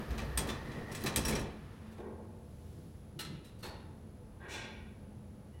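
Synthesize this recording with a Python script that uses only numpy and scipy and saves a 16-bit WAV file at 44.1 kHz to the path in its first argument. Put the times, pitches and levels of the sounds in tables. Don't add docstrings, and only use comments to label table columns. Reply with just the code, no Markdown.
import sys
import numpy as np
from scipy import signal
from scipy.fft import rfft, irfft, next_fast_len
from scipy.io import wavfile
from scipy.ndimage import map_coordinates

SR = 44100
rng = np.random.default_rng(int(sys.argv[2]) if len(sys.argv) > 2 else 0)


def log_audio(samples):
    frames = np.atleast_2d(samples).T
    limited = np.clip(frames, -1, 1)
    pcm = np.round(limited * 32767).astype(np.int16)
    wavfile.write(sys.argv[1], SR, pcm)


N = 246939
NOW_S = np.arange(N) / SR
AGE_S = np.arange(SR + SR // 2) / SR
BLOW_HZ = np.fft.rfftfreq(len(AGE_S), 1 / SR)

# (frequency [Hz], level [dB per Hz])
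VENTILATION_COLOUR = [(22, -17.5), (49, -1.5), (87, 3), (147, -2.5), (217, -4.5), (250, -10), (356, -12),
                      (560, -17), (885, -24.5), (2260, -35.5), (9200, -45.5), (16000, -47.5)]
BOOM_COLOUR = [(22, -41), (38, -16), (55, 6.5), (68, 4), (110, -15), (160, -59), (400, -86)]
ROLLER_COLOUR = [(60, -4), (120, 0.5), (150, 9.5), (185, -6.5), (220, 7), (260, -1), (440, -2.5),
                 (700, -9.5), (1000, -16), (2200, -91)]
TRACK_COLOUR = [(400, -23), (620, -7), (1200, 1), (1500, -3.5), (2050, -6), (2500, -8.5), (5000, -16),
                (7500, -25), (11000, -23), (12000, -32), (13000, -25), (16000, -30)]
STROKE_COLOUR = [(100, -16), (220, -2), (370, 12), (600, 5), (950, 1.5), (1300, -5), (2400, -5),
                 (4000, -2.5), (8000, 0.5), (15000, -1.5)]

# (frequency [Hz], width [Hz], level [dB])
LEAF_PEAKS = [(430, 120, -1.5), (875, 29, 13.5), (1160, 69, 10.5), (1310, 85, 3), (1860, 480, 5),
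              (2450, 1200, -1.5), (3360, 160, 4), (4040, 200, 5.5), (6060, 105, 7)]
CASING_PEAKS = [(880, 150, 0), (1326, 88, 3.5), (1800, 220, -2), (2800, 310, -5), (3660, 270, -1)]
SPRING_PEAKS = [(11400, 810, 1)]
RAIL_PEAKS = [(870, 25, 1.5), (1080, 17, 3), (1455, 17, 9), (1587, 23, 11.5), (1890, 35, 7), (2120, 30, -1),
              (2276, 12, 9.5), (2396, 27, 7), (2570, 23, 7), (2780, 120, 3.5), (2970, 26, 3),
              (3395, 17, 10.5), (3490, 25, 10), (3800, 50, 1), (4130, 34, 3), (5700, 160, -4)]

# (frequency [Hz], relative level [dB], t60 [s])
CATCH_MODES = [(3310, -3, 0.27), (3670, -3, 0.15), (8120, 6, 0.12), (8550, 6, 0.12), (9630, 0.5, 0.099),
               (11750, 0, 0.09)]
LEVER_MODES = [(5100, -7, 0.071), (5600, 1, .13), (5610, 4.5, 0.13), (6000, -6, 0.13), (7770, -3.5, 0.15),
               (9450, 1, 0.096), (14600, -14, .15)]

# (frequency [Hz], t60 [s])
CAR_T60 = [(100, 0.061), (500, 1), (2000, 0.2), (6000, 0.22), (14000, 0.13)]
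SHAFT_T60 = [(150, 1.08), (1500, 0.9), (3400, 0.73), (4600, 0.62), (7000, 0.42), (14000, 0.2)]

# (frequency [Hz], level [dB])
HUM_LINES = [(86.1, -62.5), (212, -62.5), (495, -72), (860, -78.5)]
# (start [s], end [s], frequency [Hz], level [dB])
HUM_SPELLS = [(1.8, 2.414, 219, -54.5), (2.0, 2.41, 487.5, -65.5), (4.64, 4.845, 218.2, -57),
              (4.996, 5.403, 206.2, -57.5)]
# (time [s], level [dB])
DRONES = [(2.83, -53), (3.28, -47), (3.87, -58.5)]
# (time [s], fundamental [Hz], level per partial [dB])
SQUEAK = (5.525, 975, -76.5)
# (time [s], level [dB], rise [s], hold [s], top [Hz], rail ring share [gain], strongest near [Hz])
STROKES = [(1.979, -47, 0.011, 0.097, 1130, 0.91, 367), (2.17, -56, 0.023, 0.055, 1100, 0.5, 556),
           (3.634, -49.5, 0.014, 0.021, 1500, 0.54, 930), (4.394, -47.5, 0.045, 0.076, 1990, 0.77, 1670),
           (4.477, -37, 0.11, 0.063, 8500, 1.27, 2270)]
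# (time [s], level [dB], hardness [dB], armature ring [Hz], relative ring level [dB])
GEAR_CLICKS = [(1.912, -64, -16.5, 4140, -11), (1.972, -65, -6, 4060, -6), (3.190, -43, 2.5, 4140, 4),
               (3.443, -64, 5.5, 3980, 5), (3.587, -67.5, 6.5, 4440, 2), (3.625, -56.5, 5, 4290, 10),
               (3.629, -49, -10, 4190, 1), (3.655, -54.5, 1.5, 4460, 4.5)]
# (time [s], level [dB], hardness [dB])
KNOCKS = [(0.105, -52, -10.5), (0.178, -42.5, 0.5), (0.375, -45.5, -9.5), (0.470, -49, 10),
          (0.487, -40.5, 3), (0.714, -52.5, -2), (1.021, -52.5, -12), (1.04, -50.5, -20),
          (1.060, -34.5, 5.5), (1.323, -41, 2), (1.356, -40.5, -3)]
# (time [s], level [dB], ring against the clack [dB], rise [s])
CATCH_SNAPS = [(0.374, -37.5, -2.5, 0.0014), (1.160, -34.5, -5.5, 0.00046), (1.281, -39, -11, 0.0028)]
# (time [s], level [dB], ring against the clack [dB], rise [s])
LEVER_TAPS = [(0.914, -49, -9, 0.0054), (0.949, -45.5, -17, 0.00064), (1.003, -52, -16, 0.0049),
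              (1.250, -39.5, -3.5, 0.0016), (1.352, -50.5, 3.5, 0.00062), (1.394, -52, -3, 0.00085)]
# (time [s], level [dB], frequency [Hz], t60 [s])
DOOR_RINGS = [(0.488, -42.5, 3520, .24), (0.948, -46, 7800, .14), (1.046, -28, 322, 0.052),
              (1.324, -28.5, 2260, 0.038), (1.330, -29, 427.5, .11)]
# (time [s], level [dB], t60 [s])
TICK = (1.0385, -33.5, .018)
# (time [s], length [s], boom [dB], rumble [dB])
SHAKES = [(0.053, 0.37, -41.5, -71), (1.162, 0.18, -42, -38.5)]
# (centre [Hz], level [dB], full until [s])
PULL_AWAY_HISS = (11900, -73, .4)

# (thud [dB], crack [dB])
LEAF_TOUCH = (-5, -11.5)
CATCH_TOUCH = (-15, 2.8)
LEVER_TOUCH = (-14, -0.73)
GEAR_TOUCH = (-8, -5.5)

TOP_HZ = 15950
MAINS_HZ, WHINE_HZ, WHINE_DB = 50, 10335, -78.5
SWEEP_HZ = 100
WALL_DELAY_S, DRIFT_KNOTS_PER_S = 0.008, 2.2
SPELL_RISE_S, SPELL_T60_S = 0.019, 0.55
DRONE_WIDTH_S = 0.14
RUSTLE_S, RUSTLE_DB, RUSTLE_WIDTH_S = 2.73, -71.5, 0.32
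FOCUS_WIDTH_HZ, FOCUS_DB = 280, 7
SPILL_DB = -12
CASING_TILT = 0.53
ARMATURE_WIDTH_HZ = 210
ARMATURE_DB, ARMATURE_T60_S, ARMATURE_RISE_S = -5.5, 0.42, 0.008
KNOCK_RISE_S, GEAR_RISE_S = 0.00253, 0.00275
SOFTEN_DB = 99
LEAF_DIRECT, LATCH_DIRECT, GEAR_DIRECT = 0.9, 1.25, 0.32
DOOR_RING_RISE_S, DOOR_RING_BLUR_RAD = 0.003, 1.3
ROLL_DB, HISS_DB, DRIVE_DB = -44, -53, -65.5
RECEDE_DB_PER_S, HISS_RECEDE_DB_PER_S = 3.5, 4
STOP_S, STOP_T60_S = 1.3, 1.55
PRESS_DB, MOTOR_OFF_S, MOTOR_T60_S = -64.5, 1.88, 0.92
DRIVE_HZ, SPEED_UP_HZ = 1750, 150
FASTEST_S, FAST_WIDTH_S, FASTEST_DB = 0.77, 0.35, 3
DRIVE_WIDTH_HZ, DRIVE_RASP_DB = 380, 5.5
SHAKE_RISE_S, SHAKE_T60_S = 0.01, 0.99


def amp(db):
    return 10 ** (np.asarray(db) / 20)


def unit(x):
    return x / np.sqrt(np.mean(x ** 2) + 1e-20)


def along(points, hz):
    point_hz, values = np.transpose(points)
    return np.interp(np.log(hz + 1), np.log(point_hz), values)


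def wobble(knots_per_s, size=N):
    coarse = np.arange(0, size + 64, 64)
    knots = rng.standard_normal(4096)
    curve = map_coordinates(knots, [coarse * knots_per_s / SR], mode="mirror")
    return np.interp(np.arange(size), coarse, curve)


def filtered(x, response):
    padded = next_fast_len(len(x) + 4096)
    gain = response(np.fft.rfftfreq(padded, 1 / SR))
    return irfft(rfft(x, padded) * gain, padded)[:len(x)]


def noise(colour, size=N):
    return unit(filtered(rng.standard_normal(size), lambda hz: amp(along(colour, hz))))


def tone(hz, blur_rad):
    phase = 2 * np.pi * np.cumsum(hz * np.ones(N)) / SR
    return np.sqrt(2) * np.sin(phase + blur_rad * wobble(110))


def band(hz, width_hz):
    phase = 2 * np.pi * np.cumsum(hz * np.ones(N)) / SR
    return unit(wobble(width_hz) * np.cos(phase) + wobble(width_hz) * np.sin(phase))


def add(track, time_s, sound):
    part = track[max(round(time_s * SR), 0):][:len(sound)]
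    part += sound[:len(part)]


def swell(rise_s):
    return 1 - np.exp(-AGE_S / max(rise_s, 1e-4))


def direct(boost):
    return 1 + boost * np.exp(-AGE_S / 0.0017)


def release(end_s, t60_s):
    return amp(-60 * np.maximum(NOW_S - end_s, 0) / t60_s)


def gate(start_s, end_s, rise_s, t60_s):
    attack = 1 - np.exp(-np.maximum(NOW_S - start_s, 0) / max(rise_s, 1e-4))
    return attack * release(end_s, t60_s)


def hump(peak_s, width_s):
    return np.exp(-((NOW_S - peak_s) / width_s) ** 2)


def resonances(peaks, hz, base):
    power = base ** 2
    for centre_hz, width_hz, db in peaks:
        power = power + amp(2 * db) / (1 + (2 * (hz - centre_hz) / width_hz) ** 2)
    return np.sqrt(power)


def dense_modes(spacing_hz, depth_db):
    knots = rng.standard_normal(1024)
    return amp(depth_db * map_coordinates(knots, [BLOW_HZ / spacing_hz], mode="mirror"))


def levels(touch, db, hardness_db=0):
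    thud_db, crack_db = touch
    return db, db + thud_db - hardness_db, db + crack_db + hardness_db


def slowness(rows, db):
    strongest_db = max(row[1] for row in rows)
    return 1 + (strongest_db - db) / SOFTEN_DB


def blow(clack_db, thud_db, crack_db, body, sheet):
    thud_colour = [(40, -7), (130, 2.0), (450, -6.5), (750, -11.5), (3000, -29.5)]
    clack_colour = [(250, -46), (900, -2), (2500, 6.0), (5500, -1.0), (8000, -5.5), (16000, -48)]
    crack_colour = [(1500, -61), (5000, -3.5), (7200, -7.5), (8400, -2.5), (11500, -5.0),
                    (13000, -9), (16000, -9.5)]
    thud = unit(amp(along(thud_colour, BLOW_HZ)))
    clack = unit(sheet * body(BLOW_HZ) * amp(along(clack_colour, BLOW_HZ)))
    crack = unit(sheet * amp(along(crack_colour, BLOW_HZ)))
    gain = np.linalg.norm([amp(thud_db) * thud, amp(clack_db) * clack, amp(crack_db) * crack], axis=0)
    vibration = irfft(rfft(rng.standard_normal(len(AGE_S))) * gain, len(AGE_S))
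    chatter = amp(1.6 * wobble(245, size=len(AGE_S)))
    return chatter * vibration


def die_away(x, shaft_db, hold_s=0):
    hz, frame_s, spectra = signal.stft(x, SR, nperseg=256)
    fading_s = np.maximum(frame_s - hold_s, 0)
    near = amp(-60 * fading_s / along(CAR_T60, hz)[:, None])
    far = amp(-60 * fading_s / along(SHAFT_T60, hz)[:, None])
    decay = np.hypot(near, amp(shaft_db) * far) / np.hypot(1, amp(shaft_db))
    return signal.istft(spectra * decay, SR, nperseg=256)[1][:len(x)]


def ring(modes, blur_rad):
    out = np.zeros(len(AGE_S))
    for hz, db, t60_s in modes:
        age_s = AGE_S[:int(t60_s * SR) + 1]
        level_db = db + rng.normal(0, 1.5) - 60 * age_s / t60_s
        phase = 2 * np.pi * hz * age_s + blur_rad * wobble(106.7, size=len(age_s))
        out[:len(age_s)] += amp(level_db) * np.sin(phase)
    return out


def soft_contact(hz, top_hz):
    shelf = amp(SPILL_DB) / np.hypot(1, (hz / (2 * top_hz)) ** 7)
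    return 1 / np.hypot(1, (hz / top_hz) ** 7) + shelf


def idle():
    air = amp(-51.0) * noise(VENTILATION_COLOUR)
    hum = sum(amp(db) * band(hz, width_hz=22) for hz, db in HUM_LINES)
    for start_s, end_s, hz, db in HUM_SPELLS:
        spell = gate(start_s, end_s, SPELL_RISE_S, SPELL_T60_S) * tone(hz, blur_rad=0.12)
        hum = hum + amp(db + 0.53 * wobble(8.3)) * spell
    swells = sum(amp(db) * hump(time_s, DRONE_WIDTH_S) for time_s, db in DRONES)
    drone = swells * noise([(70, -47), (150, 4.0), (220, -15.5), (350, -9.0), (900, -69)])
    rustle = hump(RUSTLE_S, RUSTLE_WIDTH_S) * noise([(800, -9), (3000, 15.0), (16000, 8)])
    return air + hum + drone + amp(RUSTLE_DB) * rustle


def supply_path(delay_s, shift_rad):
    cycle = (NOW_S - delay_s) * MAINS_HZ % 1
    swing = np.cos(2 * np.pi * cycle)
    phase = (2 * np.pi * WHINE_HZ * cycle + SWEEP_HZ * swing) / MAINS_HZ
    return (1 - 0.95 * swing) * np.sin(phase + shift_rad)


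def whine():
    echo = 0.5 * supply_path(WALL_DELAY_S, np.pi * wobble(DRIFT_KNOTS_PER_S))
    return amp(WHINE_DB) * (supply_path(0, 0) + echo)


def squeak():
    time_s, hz, db = SQUEAK
    fade_in = np.clip((NOW_S - time_s) / 0.02, 0, 1)
    partials = tone(2 * hz, blur_rad=1.6) + tone(3 * hz, blur_rad=2)
    return amp(db + 2 * wobble(30)) * fade_in * partials


def far_strokes():
    out = np.zeros(N)
    for time_s, db, rise_s, hold_s, top_hz, share, focus_hz in STROKES:
        def steel(hz):
            rail = 0.37 + share * resonances(RAIL_PEAKS, hz, base=0)
            focus = resonances([(focus_hz, FOCUS_WIDTH_HZ, FOCUS_DB)], hz, base=1)
            return rail * soft_contact(hz, top_hz) * focus

        rub = unit(filtered(noise(STROKE_COLOUR, size=len(AGE_S)), steel))
        add(out, time_s, amp(db) * swell(rise_s) * die_away(rub, shaft_db=8.0, hold_s=hold_s))
    return out


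def gear_clicks():
    out = np.zeros(N)
    for time_s, db, hardness_db, ring_hz, ring_db in GEAR_CLICKS:
        def casing(hz):
            tilt = amp(along([(900, -CASING_TILT * hardness_db), (4000, 0)], hz))
            return tilt * resonances([*CASING_PEAKS, (ring_hz, ARMATURE_WIDTH_HZ, ring_db)], hz, base=0.32)

        sheet = dense_modes(spacing_hz=70, depth_db=3) * resonances(SPRING_PEAKS, BLOW_HZ, base=1)
        struck = blow(*levels(GEAR_TOUCH, db, hardness_db), casing, sheet)
        click = die_away(struck, shaft_db=-4.5, hold_s=0.015)
        rise_s = GEAR_RISE_S * slowness(GEAR_CLICKS, db)
        add(out, time_s, swell(rise_s) * direct(GEAR_DIRECT) * click)
        armature = ring([(ring_hz, db + ring_db + ARMATURE_DB, ARMATURE_T60_S)], blur_rad=1.9)
        add(out, time_s, swell(ARMATURE_RISE_S) * armature)
    return out


def leaf_body(hz):
    return resonances(LEAF_PEAKS, hz, base=0.9)


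def door_contacts():
    out = np.zeros(N)
    sheet = dense_modes(spacing_hz=70, depth_db=3)

    def strike(levels_db, rise_s, boost, part=0):
        knock = die_away(blow(*levels_db, leaf_body, sheet), shaft_db=-11.0)
        return swell(rise_s) * direct(boost) * (knock + part)

    for time_s, db, hardness_db in KNOCKS:
        rise_s = KNOCK_RISE_S * slowness(KNOCKS, db)
        add(out, time_s, strike(levels(LEAF_TOUCH, db, hardness_db), rise_s, LEAF_DIRECT))
    for time_s, db, ring_db, rise_s in CATCH_SNAPS:
        catch = amp(db + ring_db) * ring(CATCH_MODES, blur_rad=1.0)
        add(out, time_s, strike(levels(CATCH_TOUCH, db), rise_s, LATCH_DIRECT, catch))
    for time_s, db, ring_db, rise_s in LEVER_TAPS:
        lever = amp(db + ring_db) * ring(LEVER_MODES, blur_rad=0.94)
        add(out, time_s, strike(levels(LEVER_TOUCH, db), rise_s, LATCH_DIRECT, lever))
    for time_s, db, hz, t60_s in DOOR_RINGS:
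        add(out, time_s, swell(DOOR_RING_RISE_S) * ring([(hz, db, t60_s)], DOOR_RING_BLUR_RAD))
    time_s, db, t60_s = TICK
    tick = noise([(2000, -12), (4000, 1), (7000, -5), (12000, 1)], size=len(AGE_S))
    add(out, time_s, amp(db - 60 * AGE_S / t60_s) * tick)
    return out


def belt_drive(running):
    speed = hump(FASTEST_S, FAST_WIDTH_S)
    hz = DRIVE_HZ + SPEED_UP_HZ * speed
    note = tone(hz + 18 * wobble(14), blur_rad=1.0)
    rasp = amp(DRIVE_RASP_DB) * band(hz, DRIVE_WIDTH_HZ)
    return running * amp(DRIVE_DB + FASTEST_DB * speed + 1.1 * wobble(21.9)) * (note + rasp)


def door_run():
    running = release(STOP_S, STOP_T60_S)
    boom_gain = 0
    roll_gain = amp(ROLL_DB - RECEDE_DB_PER_S * NOW_S) * running
    for time_s, length_s, boom_db, roll_db in SHAKES:
        shake = gate(time_s, time_s + length_s, SHAKE_RISE_S, SHAKE_T60_S)
        boom_gain = np.hypot(boom_gain, amp(boom_db) * shake)
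        roll_gain = np.hypot(roll_gain, amp(roll_db) * shake)
    track_gain = amp(HISS_DB - HISS_RECEDE_DB_PER_S * NOW_S) * running
    press_gain = amp(PRESS_DB) * release(MOTOR_OFF_S, MOTOR_T60_S)
    unevenness = wobble(21.88)
    boom = boom_gain * noise(BOOM_COLOUR)
    roll = roll_gain * amp(2.25 * unevenness) * noise(ROLLER_COLOUR)
    hiss = np.hypot(track_gain, press_gain) * amp(1.0 * unevenness) * noise(TRACK_COLOUR)
    hiss_hz, hiss_db, until_s = PULL_AWAY_HISS
    pull_away = amp(hiss_db) * release(until_s, MOTOR_T60_S) * band(hiss_hz, width_hz=600)
    return boom + roll + hiss + belt_drive(running) + pull_away


def scene():
    background = idle() + whine() + squeak()
    shaft = far_strokes() + gear_clicks()
    door = door_contacts() + door_run()
    return (background + shaft + door)[None]


def record(dry):
    return np.array([filtered(channel, lambda hz: hz < TOP_HZ) for channel in dry])


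dry = scene()
out = record(dry)
log_audio(out)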